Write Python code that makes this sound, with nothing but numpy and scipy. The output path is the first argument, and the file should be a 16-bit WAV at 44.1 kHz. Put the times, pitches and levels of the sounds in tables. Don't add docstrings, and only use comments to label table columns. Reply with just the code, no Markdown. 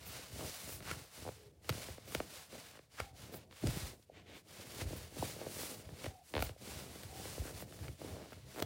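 import sys
import numpy as np
from scipy import signal
from scipy.fft import rfft, irfft, next_fast_len
from scipy.io import wavfile

SR = 44100
rng = np.random.default_rng(int(sys.argv[2]) if len(sys.argv) > 2 else 0)


def transcribe(u):
    v = np.clip(np.atleast_2d(u).T, -1, 1)
    q = np.round(v * 32767).astype(np.int16)
    wavfile.write(sys.argv[1], SR, q)


N = 381465
T = np.arange(N) / SR

# start_s, length_s, rise_share, coarse_db, fine_above_coarse_db
SLIDES = [(-.058, 0.41, 0.56, -52.5, -4), (.252, 0.55, 0.37, -52, 0), (.537, 0.29, 0.68, -56.5, 3.5),
          (.794, 0.35, .28, -54.5, -2.5), (1.086, 0.35, 0.28, -57, -1.5), (1.332, 0.21, 0.13, -66, -4.5),
          (1.609, 0.4, 0.47, -52, -2.5), (1.947, 0.28, 0.17, -64, -6), (2.041, 0.26, 0.35, -54.5, -0.5),
          (2.207, 0.3, 0.5, -55, -2.5), (2.46, 0.38, 0.26, -56.5, -4.5), (2.74, 0.16, .5, -73, -6),
          (2.887, 0.25, 0.49, -58.5, -5.5), (3.121, 0.21, 0.56, -58.5, -3.5), (3.27, .2, 0.35, -60.5, -7.5),
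          (3.488, 0.23, 1, -54.5, -4.5), (3.583, 0.39, 0.47, -50, -2), (3.873, 0.19, 0.86, -78, 3.5),
          (4.25, 0.18, 0.76, -65, -2.5), (4.425, 0.23, 0.88, -56, -3.5), (4.58, 0.18, 0.72, -58, -3),
          (4.648, 0.22, 0.79, -53.5, -1), (4.847, 0.35, 0.11, -55.5, -2.5), (5.097, 0.31, 0.56, -51, -0.5),
          (5.33, .2, 0.36, -55.5, -3), (5.428, 0.42, 0.41, -51, 1.5), (5.758, 0.53, 0.12, -64, -4),
          (5.922, 0.21, 0.61, -56, -3.5), (6.05, .22, .4, -74, 1), (6.22, 0.22, 0.46, -65.5, 3.5),
          (6.328, 0.2, 0.54, -53, -2), (6.44, 0.18, 0.31, -69, -1.5), (6.556, 0.37, 0.47, -53.5, -2),
          (6.77, 0.48, 0.42, -58, -1.5), (7.076, 0.41, 0.54, -52.5, -0.5), (7.416, 0.14, 0.36, -57, 3),
          (7.513, 0.15, 0.49, -55, -0.5), (7.62, 0.4, 0.38, -61.5, 0), (7.946, 0.27, 0.43, -57.5, -3),
          (8.138, 0.44, 0.066, -61.5, -6), (8.442, 0.25, 0.48, -57.5, -2.5)]
# start_s, length_s, rise_share, pressure_db, sway_above_pressure_db
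SQUEEZES = [(-.026, 0.38, 0.36, -59.5, 3), (.29, 0.31, 0.34, -55.5, 1), (.561, 0.38, 0.44, -57.5, 1.5),
            (.833, 0.25, 0.13, -54.5, 1.5), (1.119, 0.22, .75, -57.5, 5), (1.27, 0.64, .3, -70.5, 4),
            (1.636, 0.39, 0.3, -57, 2.5), (1.999, 0.45, 0.31, -58.5, 3), (2.47, 0.33, 0.16, -64, 2),
            (2.93, 0.39, 0.21, -66.5, 3), (3.15, 0.44, 0.27, -59, 1), (3.31, 0.078, 0.48, -52.5, -10),
            (3.62, 0.093, 0.28, -46, 0), (3.6, .42, 0.27, -53, 2.5), (4.08, 0.39, 0.34, -65.5, 2.5),
            (4.43, 0.34, 0.83, -57, -4.5), (4.742, 0.37, .24, -51.5, 2), (5.097, 0.4, 0.29, -52.5, -.5),
            (5.28, 0.56, 0.69, -52.5, -5.5), (5.68, 0.31, 0.79, -57, 0.5), (5.95, 0.23, 0.29, -55.5, -4),
            (6.29, 0.27, 0.52, -54.5, -2), (6.59, 0.64, .16, -54, -1.5), (7.08, 0.79, 0.2, -54, -1.5),
            (7.5, 0.2, 0.65, -56, 4.5), (7.722, 0.24, 0.55, -55.5, 8), (7.98, .34, 0.21, -50, -4.5),
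            (8.3, 0.13, 0.36, -65.5, 8), (8.42, .14, 0.34, -61.5, 6), (8.52, 0.21, 0.55, -54, -4)]
# frequency_hz, level_db
HISS_TONE = [(150, -37), (500, 3), (1000, 0.5), (1400, 0.5), (1750, -0.5), (2200, 1), (3300, 0),
             (4800, 1.5), (6500, -0.5), (7700, 0), (9800, 0), (12300, -5.5), (14000, -3.5), (15600, -3.5)]
FOAM_TONE = [(60, -27), (150, 2.5), (200, 4), (280, 0.5), (370, 1.5), (470, -0.5), (570, -2), (720, -6),
             (1000, -15), (1800, -55), (5000, -54)]
SWAY_TONE = [(20, -42), (35, -35), (50, -8), (70, -0.5), (125, -4.5), (190, -11.5), (320, -25.5),
             (900, -47)]
SLIP_TONE = [(30, -40), (70, -4), (150, -1.5), (300, 3), (550, 3.5), (1000, -5), (2200, -6.5), (4500, -7.5),
             (7000, -19.5), (12000, -29), (15600, -4)]
# time_s, level_db, brightness_hz
SLIPS = [(.3976, -44, 1200), (.4083, -39.5, 1000), (.6908, -48.5, 2000), (.8046, -44, 3500),
         (.8255, -45, 7520), (.9128, -36.5, 3500), (1.6455, -51, 4000), (1.693, -26.5, 6880),
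         (1.6938, -26.5, 5060), (1.6978, -30, 9000), (1.7253, -40, 3970), (1.885, -43.5, 1490),
         (1.9806, -45, 1100), (2.1217, -44.5, 3020), (2.1492, -28, 3320), (2.202, -32, 1660),
         (3.0001, -38.5, 4070), (3.0029, -39, 3440), (3.3407, -41, 650), (3.5112, -48.5, 5000),
         (3.526, -47.5, 4050), (3.6361, -37, 600), (3.6667, -31, 400), (3.6734, -35, 350),
         (3.767, -38.5, 350), (4.8147, -38, 1300), (4.8213, -42, 3930), (4.9307, -37.5, 600),
         (5.166, -41, 500), (5.1823, -44, 600), (5.2265, -33.5, 355), (5.414, -43.5, 1000),
         (5.4655, -45, 550), (5.6316, -43, 1200), (5.891, -50, 2000), (6.043, -37.5, 2530),
         (6.0571, -40, 2520), (6.0621, -39.5, 2000), (6.4052, -33, 7500), (6.4245, -27, 6980),
         (6.493, -41, 2800), (7.034, -42, 7020), (7.254, -42.5, 1600), (7.379, -38, 460), (7.452, -42, 700),
         (7.6042, -43, 3960), (7.623, -45, 2000), (7.7239, -48, 2500), (7.79, -48, 5060),
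         (7.882, -42, 4900), (8.0152, -40, 800), (8.3061, -49, 6030), (8.3212, -43.5, 1400),
         (8.618, -40, 900), (8.6246, -14.5, 15300)]
# start_s, end_s, slips_per_s, level_db, hardest_at_share, brightness_hz
SKIDS = [(1.251, 1.2887, 78, -36, 1, 940), (2.735, 2.7913, 55, -47.5, 1, 2520),
         (6.3387, 6.392, 75, -27.5, 0.4, 3150), (8.56, 8.601, 129, -39, 0.9, 1600)]
# start_s, end_s, slips_per_s, level_db, brightness_hz
CREAKS = [(.385, 0.471, 124, -50, 750), (2.521, 2.595, 190, -55.5, 600), (5.379, 5.489, 101, -51.5, 800),
          (6.635, 6.86, 70, -66, 900), (7.442, 7.527, 150, -55, 900), (7.827, 7.896, 110, -60, 2500),
          (8.011, 8.288, 121, -56.5, 1100)]
# release_s, level_db, build_up_s
PEELS = [(.918, -41.5, 0.014), (1.697, -39, 0.0021), (1.7019, -31.5, 0.0012), (2.152, -34, 0.0033),
         (2.168, -52, .01), (2.775, -68, 0.021), (3.005, -41.5, 0.0064), (3.346, -50, 0.01),
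         (3.53, -67, 0.0064), (3.673, -41.5, 0.0044), (4.825, -44.5, 0.022), (6.045, -47, 0.0054),
         (6.067, -44.5, 0.009), (6.429, -44, .003), (7.625, -66, .015), (7.87, -62, 0.045),
         (8.603, -42.5, 0.0069), (8.626, -34.5, 0.0019)]
# time_s, level_db, pitch_hz
POPS = [(.4125, -38, 448), (1.2660, -43, 623), (1.2785, -37, 624), (2.535, -44, 548), (2.555, -44, 600),
        (3.6428, -27, 304), (4.1, -44, 587), (5.2272, -26, 786), (5.4705, -35, 482), (5.8922, -45.5, 508),
        (6.4268, -25, 595), (6.5650, -49, 557), (8.6037, -30.5, 482), (8.6282, -31.5, 475)]
# start_s, crack_db, ring_db
CRACKS = [(.9138, -38, -32), (1.6925, -25, -36), (1.694, -34, -36), (1.6988, -35, -49),
          (2.1487, -26, -37.5), (3.0020, -33, -30.5), (6.0430, -45, -40.5), (6.424, -23.5, -31.5),
          (7.0335, -44, -54), (7.8825, -51, -46.5), (8.6238, -32, -36)]
# pitch_hz, level_db, ring_s (time to fade by 60 dB)
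COAT_NOTES = [(720, 0, 0.012), (1400, -2, 0.018), (2254, 2.5, 0.0078), (2900, -15, 0.0035),
              (4700, -6.5, 0.0079)]
# peak_s, level_db, pitch_hz
BUMPS = [(.095, -45, 111), (.336, -42.5, 93), (.448, -42, 98), (.926, -42, 131), (.975, -43, 122),
         (1.289, -47, 103), (1.709, -30, 140), (1.909, -43.5, 90), (2.179, -37.5, 79), (3.019, -39, 94),
         (3.14, -50, 90), (3.656, -27, 134), (3.675, -31, 63.7), (3.691, -29, 178), (3.713, -36, 104),
         (3.773, -35, 137), (3.835, -33, 81.5), (4.825, -35, 116), (4.864, -33, 71), (4.971, -41, 114),
         (5.198, -34, 147), (5.248, -41, 117), (5.93, -43.5, 121), (6.079, -36, 107), (6.372, -35, 89),
         (6.406, -31.5, 76.5), (6.444, -39, 85), (6.464, -40.5, 77), (6.512, -43, 106), (7.058, -41.5, 89),
         (7.405, -31, 75), (7.814, -39, 101), (7.855, -38, 118), (7.897, -40, 113), (8.126, -41, 109),
         (8.642, -41, 102)]
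# peak_s, level_db, width_s, resonance_hz
RASPS = [(.51, -53.5, .05, 5400), (.9, -50, 0.046, 1400), (.89, -59, 0.039, 2130),
         (2.755, -64, 0.023, 1280), (3.0, -46.5, 0.02, 1400), (3.52, -72, 0.012, 2900),
         (4.028, -65, .003, 3900), (4.81, -52, 0.013, 2000), (7.47, -56.5, 0.036, 1470),
         (7.84, -58, 0.015, 1500), (8.332, -53, 0.0047, 1180)]
# peak_s, level_db, width_s
SIZZLES = [(.08, -48, .02), (.125, -52, .012), (.73, -50, 0.042), (2.14, -57, 0.061), (3.355, -50, 0.026),
           (4.975, -52, 0.015), (5.62, -49, 0.04), (6.04, -62, .008), (6.405, -53, 0.011),
           (6.44, -47, 0.022), (7.035, -56, .005), (7.615, -50, .015), (8.325, -60, .008), (8.6, -53, .03)]
# peak_s, level_db, width_s
BRUSHES = [(4.18, -59, 0.044), (4.3, -57.5, 0.038), (4.36, -56.5, 0.031)]
# frequency_hz, level_db
BRUSH_TONE = [(100, 2), (400, 10.5), (800, -2), (1300, -3.5), (2300, 1.5), (3400, -0.5), (5000, -9.5),
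              (7500, -12.5), (10000, -27), (15600, -28)]
# start_s, end_s, first_hz, last_hz, level_db
WHISTLES = [(1.329, 1.54, 445, 397, -64.5), (3.01, 3.17, 820, 746, -64), (6.061, 6.258, 775, 716, -62.5),
            (7.076, 7.243, 770, 765, -58)]
# frequency_hz, ring_s (time to fade by 60 dB)
ROOM_RING = [(100, 0.37), (1000, 0.2), (5000, 0.18), (15000, 0.11)]
# frequency_hz, level_db
AIR_TONE = [(20, -5), (70, 14), (150, 20), (450, 3), (1000, -34), (4000, -34), (10000, -39), (15600, -27)]


def rubbing(split_hz=5500, flutter_db=0.96):
    coarse_db, fine_db = hand_moves(SLIDES, resting_db=(-82, -83.5), roundness=1.25)
    friction = colour(rng.standard_normal(N) + 0.47 * grains(2500, 4.3), HISS_TONE)
    fine = signal.sosfiltfilt(signal.butter(2, split_hz, "high", fs=SR, output="sos"), friction)
    hiss = unit(friction - fine) * amp(coarse_db - 0.85) + unit(fine) * amp(fine_db + 0.9)
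    return hiss * amp(flutter_db * wander(90))


def squeezing(lurch_db=2):
    pressure_db, sway_db = hand_moves(SQUEEZES, resting_db=(-76, -72), roundness=0.85)
    catches = unit(signal.oaconvolve(grains(170, 5.9), chirp(2500), "same"))
    foam = colour(rng.standard_normal(N), FOAM_TONE) + 0.83 * colour(catches, FOAM_TONE)
    rumble = colour(rng.standard_normal(N), SWAY_TONE) * amp(sway_db - 1 + lurch_db * wander(35))
    return unit(foam) * amp(pressure_db - 1.05) + rumble


def hand_moves(rows, resting_db, roundness):
    first_power, second_power = amp(resting_db) ** 2
    for start_s, length_s, rise_share, db, above_db in rows:
        peak_s = start_s + length_s * np.clip(rise_share, .05, .95)
        ramp = np.interp(T, [start_s, peak_s, start_s + length_s], [0, 1, 0])
        arch = np.sin(np.pi / 2 * ramp) ** roundness
        first_power = first_power + (arch * amp(db)) ** 2
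        second_power = second_power + (arch * amp(db + above_db)) ** 2
    return 10 * np.log10([first_power, second_power])


def slips(scatter=0.54, scatter_s=0.0038, direct_hz=8010):
    out, t = np.zeros(N), np.arange(SR // 100) / SR
    for time_s, db, bright_hz in [*SLIPS, *skids()]:
        echoes = rng.standard_normal(len(t)) * np.exp(-t / scatter_s)
        paths = (t == 0) + scatter * echoes / np.linalg.norm(echoes)
        wave = chirp(bright_hz, lag_ms=1.5 / (1 + (bright_hz / direct_hz) ** 4))
        add(out, time_s - len(wave) / 2 / SR, amp(db) * signal.fftconvolve(wave, paths))
    return out


def chirp(bright_hz, lag_ms=1.5, size=4096):
    hz = np.fft.rfftfreq(size, 1 / SR) + 1
    gain = amp(look_up(SLIP_TONE, hz)) / np.sqrt(1 + (hz / bright_hz) ** 3.8)
    phase = 2 * np.pi * (lag_ms * np.log(hz) + rng.random())
    wave = np.roll(irfft(gain * np.exp(-1j * phase)), size // 2)
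    return wave / abs(wave).max()


def skids(ease_db=8):
    for start_s, end_s, per_s, db, hardest_at, bright_hz in SKIDS:
        for share in np.linspace(0, 1, round((end_s - start_s) * per_s) + 1):
            yield start_s + share * (end_s - start_s), db - ease_db * abs(share - hardest_at), bright_hz


def creaks(jitter=.25, uneven_db=2):
    out = np.zeros(N)
    pace = np.exp(jitter * wander(120))
    force = amp(uneven_db * wander(150))
    for start_s, end_s, per_s, db, bright_hz in CREAKS:
        span = slice(round(start_s * SR), round(end_s * SR))
        slip_count = np.floor(np.cumsum(per_s * pace[span]) / SR)
        ticks = np.diff(slip_count, prepend=0) * force[span]
        creak = unit(signal.fftconvolve(ticks, chirp(bright_hz), "same"))
        add(out, start_s, amp(db) * creak * signal.windows.tukey(len(ticks), .2))
    return out


def peels(let_go_s=0.00021, dull_hz=8000):
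    crackle = colour(grains(3500, 3.5), HISS_TONE)
    crackle = unit(signal.lfilter(*signal.butter(1, dull_hz, fs=SR), crackle))
    level, t = np.zeros(N), np.arange(-SR // 8, SR // 32) / SR
    for release_s, db, build_up_s in PEELS:
        add(level, release_s + t[0], amp(db) * np.exp(np.minimum(t / build_up_s, -t / let_go_s)))
    return crackle * level


def pops(width_cycles=0.91, fall=0.125):
    out, t = np.zeros(N), np.arange(-SR // 80, SR // 80) / SR
    for time_s, db, hz in POPS:
        pitch_hz = hz * np.exp(-fall * np.clip(t * hz, -2, 2))
        turns = np.cumsum(pitch_hz) / SR + rng.random()
        level = amp(db) * np.exp(-(t * hz / width_cycles) ** 2)
        add(out, time_s + t[0], level * np.sin(2 * np.pi * turns))
    return out


def cracks(fade_s=0.001):
    out, t = np.zeros(N), np.arange(SR // 40) / SR
    for start_s, crack_db, ring_db in CRACKS:
        burst = np.diff(rng.standard_normal(len(t) + 1)) * np.exp(-t / fade_s)
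        ring = sum(amp(db - 60 * t / ring_s) * np.sin(2 * np.pi * hz * rng.uniform(.96, 1.04) * t)
                   for hz, db, ring_s in COAT_NOTES)
        add(out, start_s, amp(crack_db) * burst / abs(burst).max() + amp(ring_db) * ring)
    return out


def bumps(rise_cycles=1.09, sag=0.38):
    out, t = np.zeros(N), np.arange(SR // 8) / SR
    for peak_s, db, hz in BUMPS:
        age = t * hz / rise_cycles
        turns = np.cumsum(hz * np.exp(sag * (1 - age))) / SR + rng.random()
        level = amp(db - 1) * (age * np.exp(1 - age)) ** 2
        add(out, peak_s - rise_cycles / hz, level * np.sin(2 * np.pi * turns))
    return out


def rasps(sharpness=2.0):
    out = np.zeros(N)
    friction = rng.standard_normal(N) + grains(900, 5.3)
    for peak_s, db, width_s, hz in RASPS:
        band = unit(signal.lfilter(*signal.iirpeak(hz, sharpness, fs=SR), friction))
        out += band * swells([(peak_s, db, width_s)])
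    return out


def sizzles(above_hz=12500):
    high_pass = signal.butter(2, above_hz, "high", fs=SR, output="sos")
    friction = rng.standard_normal(N) + grains(1500, 1.9)
    return unit(signal.sosfilt(high_pass, friction)) * swells(SIZZLES)


def brushes():
    friction = rng.standard_normal(N) + 0.65 * grains(1200, 3.5)
    return colour(friction, BRUSH_TONE) * swells(BRUSHES)


def whistles(fuzz_hz=45):
    out = np.zeros(N)
    noise = rng.standard_normal(N) + 1j * rng.standard_normal(N)
    flicker = signal.sosfilt(signal.butter(2, fuzz_hz, fs=SR, output="sos"), noise)
    flow = 1 + flicker / np.std(flicker)
    for start_s, end_s, first_hz, last_hz, db in WHISTLES:
        air = flow[round(start_s * SR):round(end_s * SR)]
        turns = np.cumsum(np.linspace(first_hz, last_hz, len(air))) / SR
        tone = (air * np.exp(2j * np.pi * turns)).real
        add(out, start_s, amp(db) * unit(tone) * signal.windows.tukey(len(air), .5))
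    return out


def room(sound, echo_s=0.00142, echo_gain=0.031, tail_db=-17):
    hz, t, noise = signal.stft(rng.standard_normal(SR // 2), SR, nperseg=256)
    fade = amp(-60 * t / look_up(ROOM_RING, hz)[:, None])
    tail = signal.istft(noise * fade, SR, nperseg=256)[1]
    response = amp(tail_db) * tail / np.linalg.norm(tail)
    response[0] += 1
    response[round(echo_s * SR)] += echo_gain
    return signal.oaconvolve(sound, response)[:N]


def room_air(level_db=-95):
    return amp(level_db) * colour(rng.standard_normal(N), AIR_TONE)


def grains(per_s, spread_db):
    clicks = (rng.random(N) < per_s / SR) * rng.choice([-1, 1], N)
    return unit(clicks * amp(spread_db * np.minimum(rng.exponential(1, N), 4)))


def swells(rows):
    return sum(amp(db) * np.exp(-((T - peak_s) / width_s) ** 2) for peak_s, db, width_s in rows)


def wander(per_s):
    targets = rng.standard_normal(8192)
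    return unit(np.interp(T * per_s, np.arange(len(targets)), targets))


def colour(sound, tone):
    size = next_fast_len(len(sound))
    gain = amp(look_up(tone, np.fft.rfftfreq(size, 1 / SR)))
    return unit(irfft(rfft(sound, size) * gain, size)[:len(sound)])


def look_up(table, hz):
    row_hz, values = np.transpose(table)
    return np.interp(np.log(hz + 1), np.log(row_hz + 1), values)


def add(mix, start_s, sound):
    part = mix[max(round(start_s * SR), 0):][:len(sound)]
    part += sound[:len(part)]


def amp(db):
    return 10 ** (np.asarray(db) / 20)


def unit(sound):
    return sound / np.sqrt(np.mean(sound ** 2) + 1e-20)


def scene():
    sliding = rubbing() + squeezing() + sizzles() + brushes() + rasps() + creaks() + whistles()
    touches = slips() + pops() + peels() + cracks() + bumps()
    mono = room(sliding + touches) + room_air()
    return np.array([mono, mono])


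def record(dry, low_cut_hz=50, high_cut_hz=15950):
    thinned = signal.sosfilt(signal.butter(4, low_cut_hz, "high", fs=SR, output="sos"), dry)
    low_pass = signal.firwin(511, high_cut_hz, window=("kaiser", 9), fs=SR)
    return signal.oaconvolve(thinned, low_pass[None], "same")


dry = scene()
out = record(dry)
transcribe(out)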